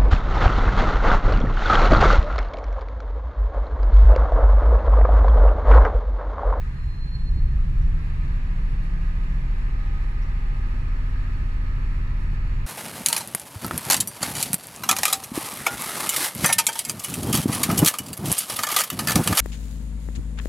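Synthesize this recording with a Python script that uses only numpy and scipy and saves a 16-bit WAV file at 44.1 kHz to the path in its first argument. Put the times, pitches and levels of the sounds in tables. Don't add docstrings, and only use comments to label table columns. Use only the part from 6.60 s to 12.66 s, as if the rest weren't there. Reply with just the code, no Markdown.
import sys
import numpy as np
from scipy import signal
from scipy.fft import rfft, irfft, next_fast_len
from scipy.io import wavfile
from scipy.ndimage import uniform_filter1d, map_coordinates

SR = 44100
rng = np.random.default_rng(int(sys.argv[2]) if len(sys.argv) > 2 else 0)


def waveform_to_disk(signal):
    frames = np.transpose(np.atleast_2d(signal))
    scaled = np.clip(frames, -1, 1) * 32767
    samples = np.round(scaled).astype(np.int16)
    wavfile.write(sys.argv[1], SR, samples)


N = 267378
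TIME = np.arange(N) / SR


def amp(db):
    return 10 ** (np.asarray(db) / 20)


def unit(x):
    return x / np.sqrt(np.mean(x ** 2) + 1e-20)


def tone(turns, db):
    return np.sqrt(2) * amp(db) * np.cos(2 * np.pi * turns)


def over_time(points):
    return np.interp(TIME, *np.transpose(points))


def along(points, hz):
    f, v = np.transpose(points)
    return np.interp(np.log(hz + 1), np.log(f + 1), v)


def resonance_db(resonances, hz):
    return sum(db / (1 + (2 * (hz - centre) / width) ** 2) for centre, width, db in resonances)


def wobble(rate):
    coarse = np.linspace(0, N / SR, 2000)
    knots = rng.standard_normal(400)
    return np.interp(TIME, coarse, map_coordinates(knots, [coarse * rate], mode="wrap"))


def filtered(x, response):
    m = next_fast_len(N + SR // 2)
    return irfft(rfft(x, m) * response(np.fft.rfftfreq(m, 1 / SR)), m)[..., :N]


def patchy_noise(depth_db=1.4):
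    bands = signal.stft(rng.standard_normal((2, N)), nperseg=1024)[2]
    swell = uniform_filter1d(rng.standard_normal(bands.shape[1:]), 3, axis=0)
    swell = uniform_filter1d(swell, 12, axis=1)
    return signal.istft(bands * amp(depth_db * unit(swell)), nperseg=1024)[1][:, :N]


# (frequency [Hz], width [Hz], gain [dB])
COVER_MODES = [(640, 160, 0.5), (937, 15, 6), (1010, 18, 3), (1080, 34, 1), (1156, 40, 2), (1246, 11, 7),
               (1405, 71, -10.5), (1670, 35, 3), (1780, 350, 1.5), (1753, 46, 4), (1900, 29, 5),
               (1900, 43, -2), (2380, 41, -1), (2496, 17, 3), (4100, 80, -7.5), (4296, 79, 5),
               (4433, 72, 9.5)]
# (frequency [Hz], correlation [-1 to 1])
CORRELATION = [(60, 1), (130, 1), (280, 0.97), (450, -0.3), (640, -0.75), (1400, 0.32), (3100, 0),
               (15000, 0.5)]

def radiated(pair, spectrum):
    def response(hz):
        angle = np.arccos(np.clip(along(CORRELATION, hz), -1, 1)) / 2
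        gain = amp(along(spectrum, hz) + resonance_db(COVER_MODES, hz))
        return gain * np.array([np.cos(angle), np.sin(angle)])
    mid, side = filtered(pair, response)
    return unit(np.array([mid + side, mid - side]))


# (time [s], cycle rate [Hz])
CYCLE_RATE = [(0.0, 10.568), (0.52, 9.385), (0.72, 9.832), (1.42, 13.052), (1.7, 13.633), (2.0, 13.841),
              (2.45, 13.844), (3.22, 14.247), (3.8, 14.169), (4.4, 14.436), (4.95, 14.366), (5.6, 14.533),
              (6.06, 14.567)]
HELD_HZ = 14.3

def cycle_hz():
    return over_time(CYCLE_RATE)


def octaves_up():
    return np.log2(cycle_hz() / HELD_HZ)


# (time [s], level over the held load [dB])
ENGINE_LOAD = [(0.0, 0.5), (0.25, 1), (0.58, 2.5), (0.7, 5.3), (0.83, 5), (1.0, 3.5), (1.28, 4.5),
               (1.47, 0.5), (1.8, 0.4), (2.9, 0.4), (3.4, -0.5), (6.06, -1.57)]

def load_db():
    return over_time(ENGINE_LOAD)


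# (order [x cycle rate], level [dB], speed slope [dB/octave], load slope [dB/dB])
THROB_AND_DRONE = [(1, -40.5, 23, -3.5), (2, -23.5, 22, 1.33), (3, -26.5, 11.5, 1.8), (4, -49.5, 9, 1.5),
                   (5, -46.5, 0, 3), (6, -31.5, 10.5, 1.14), (12, -41.5, 8, 0.8)]
# (order [x cycle rate], level [dB])
EXHAUST_OVERTONES = [(1.5, -44), (2.5, -39), (3.5, -36.5), (7, -52.5), (8, -44.5), (9, -47), (9.5, -52.5),
                     (10, -58.5), (11, -57.5), (14, -50), (15, -58.5), (16, -58.5), (17, -57.5), (18, -60),
                     (19, -65), (21, -63), (22, -71.5), (23, -61.5), (24, -66.5), (25, -69), (26, -66),
                     (27, -72.5), (33, -72.5), (35, -73.5), (42, -76)]
# (frequency [Hz], width [Hz], gain [dB])
PIPE_AND_ROOM_MODES = [(39.2, 1.5, -8), (58, 6, 5), (83.7, 3.2, -11), (131.5, 3, 7), (166, 4, 3),
                       (171.6, 5, -14), (195, 8, -12), (244.5, 4, 7), (260, 5, 6), (360, 5, 3), (376, 6, 4),
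                       (478, 7, 7), (606, 9, 5)]

def exhaust(cycle, misfire_turn=.762, pipe_turn=.571, pipe_s=.0326, null_hz=39.2, null_turn=.38):
    speed, load, octaves = cycle_hz(), load_db(), octaves_up()
    since_misfire = cycle - misfire_turn - pipe_s * (speed - HELD_HZ)
    total = np.zeros(N)
    for order, db, per_octave, per_load in THROB_AND_DRONE:
        hz = order * speed
        order_db = db + per_octave * octaves + per_load * load + resonance_db(PIPE_AND_ROOM_MODES, hz)
        if order <= 3:
            polarity = -1 if order == 1 else 1
            lead = (order == 3) * null_turn / (1 + np.exp(hz - null_hz))
            turns = order * since_misfire + pipe_turn + lead
            total += polarity * tone(turns, order_db + .7 * wobble(12))
        else:
            total += tone(order * cycle + .19, order_db + 1.6 * wobble(9))
    effort_db = .87 * load + 7 * octaves
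    for order, db in EXHAUST_OVERTONES:
        order_db = db + effort_db + resonance_db(PIPE_AND_ROOM_MODES, order * speed)
        turns = order * cycle + rng.random() + .045 * wobble(8)
        total += tone(turns, order_db + 1.6 * wobble(7))
    return total


# (frequency [Hz], relative level [dB])
PUFF_SPECTRUM = [(12, -28), (24, -27), (55, 1.5), (90, -8), (135, -2.5), (190, -16), (260, -24),
                 (400, -30.5), (600, -38.5), (1200, -91)]

def rumble(cycle, level_db=-36.5, db_per_load=1.2, depth=.34, heave_db_per_octave=4):
    firings = 1 + depth * np.cos(2 * np.pi * 6 * cycle)
    puffs = radiated(firings * rng.standard_normal((2, N)), PUFF_SPECTRUM)
    heave_db = -heave_db_per_octave * octaves_up() * np.cos(2 * np.pi * (cycle + .45))
    return amp(level_db + db_per_load * load_db() + heave_db) * puffs


# (frequency [Hz], relative level [dB])
BLOCK_SPECTRUM = [(210, -15), (350, -5), (490, -4), (570, -12.5), (620, -8.5), (730, -14.5), (810, -6.5),
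                  (1090, -6.5), (1420, -3.5), (1740, -6.5), (2540, -8), (3460, -22.5), (4380, -25),
                  (5000, -24.5), (6500, -57), (11000, -120)]

def valve_clatter(cycle, level_db=-49.5, db_per_octave=8, valves=12, jitter_s=.00005,
                  ring_t60=.048, room_t60=.39, room_db=-6):
    t = np.arange(SR // 3) / SR
    decay = amp(-60 * t / ring_t60) + amp(room_db - 60 * t / room_t60)
    rounds = np.arange(100)
    total = np.zeros((2, N))
    for valve in range(valves):
        closings = np.interp(rounds + valve / valves, cycle, np.arange(N), right=2 * N)
        closings += jitter_s * SR * rng.standard_normal(len(rounds))
        valve_db = .8 * rng.standard_normal()
        strengths = amp(valve_db + 1.2 * rng.standard_normal(len(rounds)))
        blows = np.bincount(np.abs(closings).astype(int), strengths, N)[:N]
        impulse_response = decay * rng.standard_normal((2, len(t)))
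        total += signal.oaconvolve(blows[None], impulse_response, axes=1)[:, :N]
    return amp(level_db + db_per_octave * octaves_up()) * radiated(total, BLOCK_SPECTRUM)


def whirr(level_db=-51.5, db_per_octave=7, db_per_load=-.6):
    db = level_db + db_per_octave * octaves_up() + db_per_load * load_db()
    return amp(db) * radiated(patchy_noise(), BLOCK_SPECTRUM)


# (frequency [Hz], relative level [dB])
AIR_SPECTRUM = [(250, -6), (700, -1), (1900, 3.5), (3200, -10), (4000, -4.5), (4700, -17), (5300, -9.5),
                (6200, -16), (7100, -13), (8400, -19), (10400, -18.5), (11500, -18), (13000, -30),
                (15500, -28)]

def fan(cycle, level_db=-53, db_per_octave=4.5, flutter_db=.5, depth=.06):
    gulps = 1 + depth * np.cos(2 * np.pi * 6 * cycle)
    air = radiated(gulps * patchy_noise(), AIR_SPECTRUM)
    return amp(level_db + db_per_octave * octaves_up() + flutter_db * wobble(25)) * air


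ACCESSORY_ORDERS = (23.3, 41.7, 55, 57, 65, 71, 82, 86, 87, 88, 90, 92, 93, 94, 104, 113, 116, 120, 123,
                    163, 176, 300, 307)
ACCESSORY_LEVELS = [-65, -71, -75, -74.5, -73, -72, -74, -76, -74.5, -73, -72, -75, -73, -76, -73, -71, -72,
                    -71, -71, -73, -73, -84, -85]
# (frequency [Hz], width [Hz], gain [dB])
BRACKET_MODES = [(784, 11, 11.5), (812, 13, 14), (1220, 8, 9), (1254, 18, 16), (1345, 18, 14),
                 (1497, 12, 7), (1672, 30, 7), (1755, 45, 7)]

def accessory_whine(cycle, db_per_octave=12, pan_db=-4, ear_turns=.24, flutter_db=2):
    speed = cycle_hz()
    drive_db = db_per_octave * octaves_up()
    total = np.zeros((2, N))
    for order, db in zip(ACCESSORY_ORDERS, ACCESSORY_LEVELS):
        turns = order * cycle + rng.random()
        order_db = db + drive_db + resonance_db(BRACKET_MODES, order * speed)
        for ear, side in enumerate((.5, -.5)):
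            phase = turns - side * ear_turns + .035 * wobble(18)
            total[ear] += tone(phase, order_db + side * pan_db + flutter_db * wobble(12))
    return total


# (time [s], peak level [dB], half length [s], centre [Hz], width [Hz])
WHIRR_FLARES = [(0.1, -55.5, .19, 1600, 1100), (2.1, -57, .035, 1750, 400), (3.06, -48.5, .028, 1730, 300),
                (3.55, -58, .5, 1900, 380), (3.72, -62, .15, 2150, 90), (4.6, -54, .14, 1690, 260)]

def rasps():
    total = np.zeros((2, N))
    for at, db, half_s, centre_hz, width_hz in WHIRR_FLARES:
        noise = rng.standard_normal((2, N))
        band = filtered(noise, lambda hz: 1 / (1 + (2 * (hz - centre_hz) / width_hz) ** 4))
        total += amp(db) * np.exp(-((TIME - at) / half_s) ** 2) * unit(band)
    return total


# (time [s], frequency [Hz])
BELT_PITCH = [(0.08, 4158), (0.3, 4172), (0.464, 4198), (0.51, 4240), (0.7, 4226), (0.75, 4288),
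              (0.86, 4240), (0.97, 4200)]
# (time [s], gain [dB])
BELT_SLIPS = [(0.35, 3), (0.44, 5.5), (0.49, 4.5), (0.563, 9), (0.617, 1.5), (0.692, 9.5), (0.795, 7.5)]

def belt_squeal(level_db=-56, start_s=.04, peak_s=.555, stop_s=1.02, fade_s=.11, build_s=.035,
                grip_s=.009, grip_db=4, waver_hz=12, pan_db=-5, ear_turns=.3, flutter_db=1.5):
    slipping = np.clip(np.minimum(TIME - start_s, stop_s - TIME) / fade_s, 0, 1)
    since_peak = TIME - peak_s
    db = level_db + np.minimum(23 * since_peak, -31 * since_peak)
    for at, surge_db in BELT_SLIPS:
        age = TIME - at
        db += surge_db * np.exp(-(age / np.where(age < 0, build_s, grip_s)) ** 2)
        db -= grip_db * np.exp(-(age / grip_s - 2) ** 2)
    turns = np.cumsum(over_time(BELT_PITCH) + waver_hz * wobble(130.7)) / SR
    ears = []
    for side in (.5, -.5):
        phase = turns + side * ear_turns + .05 * wobble(29.2)
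        ears.append(tone(phase, db + side * pan_db + flutter_db * wobble(57.9)))
    return slipping * np.array(ears)


# (time [s], peak level [dB])
MISFIRES = [(0.078, -19), (0.226, -22), (0.268, -19), (0.306, -21), (0.376, -22), (0.553, -22), (0.72, -14),
            (0.762, -16), (0.823, -16), (0.86, -17), (0.962, -11.5), (1.006, -16), (1.097, -18),
            (1.181, -14), (1.263, -13.5), (1.345, -17.5)]

def misfire_thumps(hz=54, half_s=.011):
    total = np.zeros(N)
    for at, db in MISFIRES:
        age = TIME - at
        total -= amp(db) * np.exp(-(age / half_s) ** 2) * np.cos(2 * np.pi * hz * age)
    return total


# (time [s], level before the ring and tail gains [dB])
TICK_EVENTS = [(1.222, -56), (3.619, -53)]
# (frequency [Hz], relative level [dB])
TAIL_SPECTRUM = [(1500, -30), (4000, -6), (5700, 4), (7500, -21), (14000, -21)]

def ticks(ring_hz=5640, glide_hz=260, glide_s=.009, ring_t60=.13, ring_db=-16,
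          tail_t60=.36, tail_db=-8.5):
    total = np.zeros((2, N))
    for at, db in TICK_EVENTS:
        age = np.maximum(TIME - at, 0)
        turns = ring_hz * age + glide_hz * glide_s * (1 - np.exp(-age / glide_s))
        ring = tone(turns, ring_db - 60 * age / ring_t60)
        tail = amp(tail_db - 60 * age / tail_t60) * radiated(rng.standard_normal((2, N)), TAIL_SPECTRUM)
        total += (TIME >= at) * amp(db) * (ring + tail)
    return total


# (frequency [Hz], left minus right level [dB])
BAY_BALANCE = [(110, -4), (200, 0.5), (380, 0.5), (700, -5), (1290, 1.5), (2380, -2.5), (4400, -4.5),
               (8120, 1), (15000, -3.5)]

def scene(lag_s=.0003006):
    cycle = np.cumsum(cycle_hz()) / SR
    bay = rumble(cycle) + valve_clatter(cycle) + whirr() + fan(cycle) + rasps()
    bay = filtered(bay, lambda hz: amp(np.outer([1, -1], along(BAY_BALANCE, hz)) / 2))
    engine = exhaust(cycle) + misfire_thumps() + bay
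    engine = filtered(engine, lambda hz: np.exp(-1j * np.pi * lag_s * np.outer([1, -1], hz)))
    return engine + accessory_whine(cycle) + belt_squeal() + ticks()


def record(dry, ease_s=.005, top_hz=15500):
    ease = np.clip(np.minimum(TIME, TIME[::-1]) / ease_s, 0, 1)
    return filtered(dry * ease, lambda hz: hz < top_hz)


dry = scene()
out = record(dry)
waveform_to_disk(out)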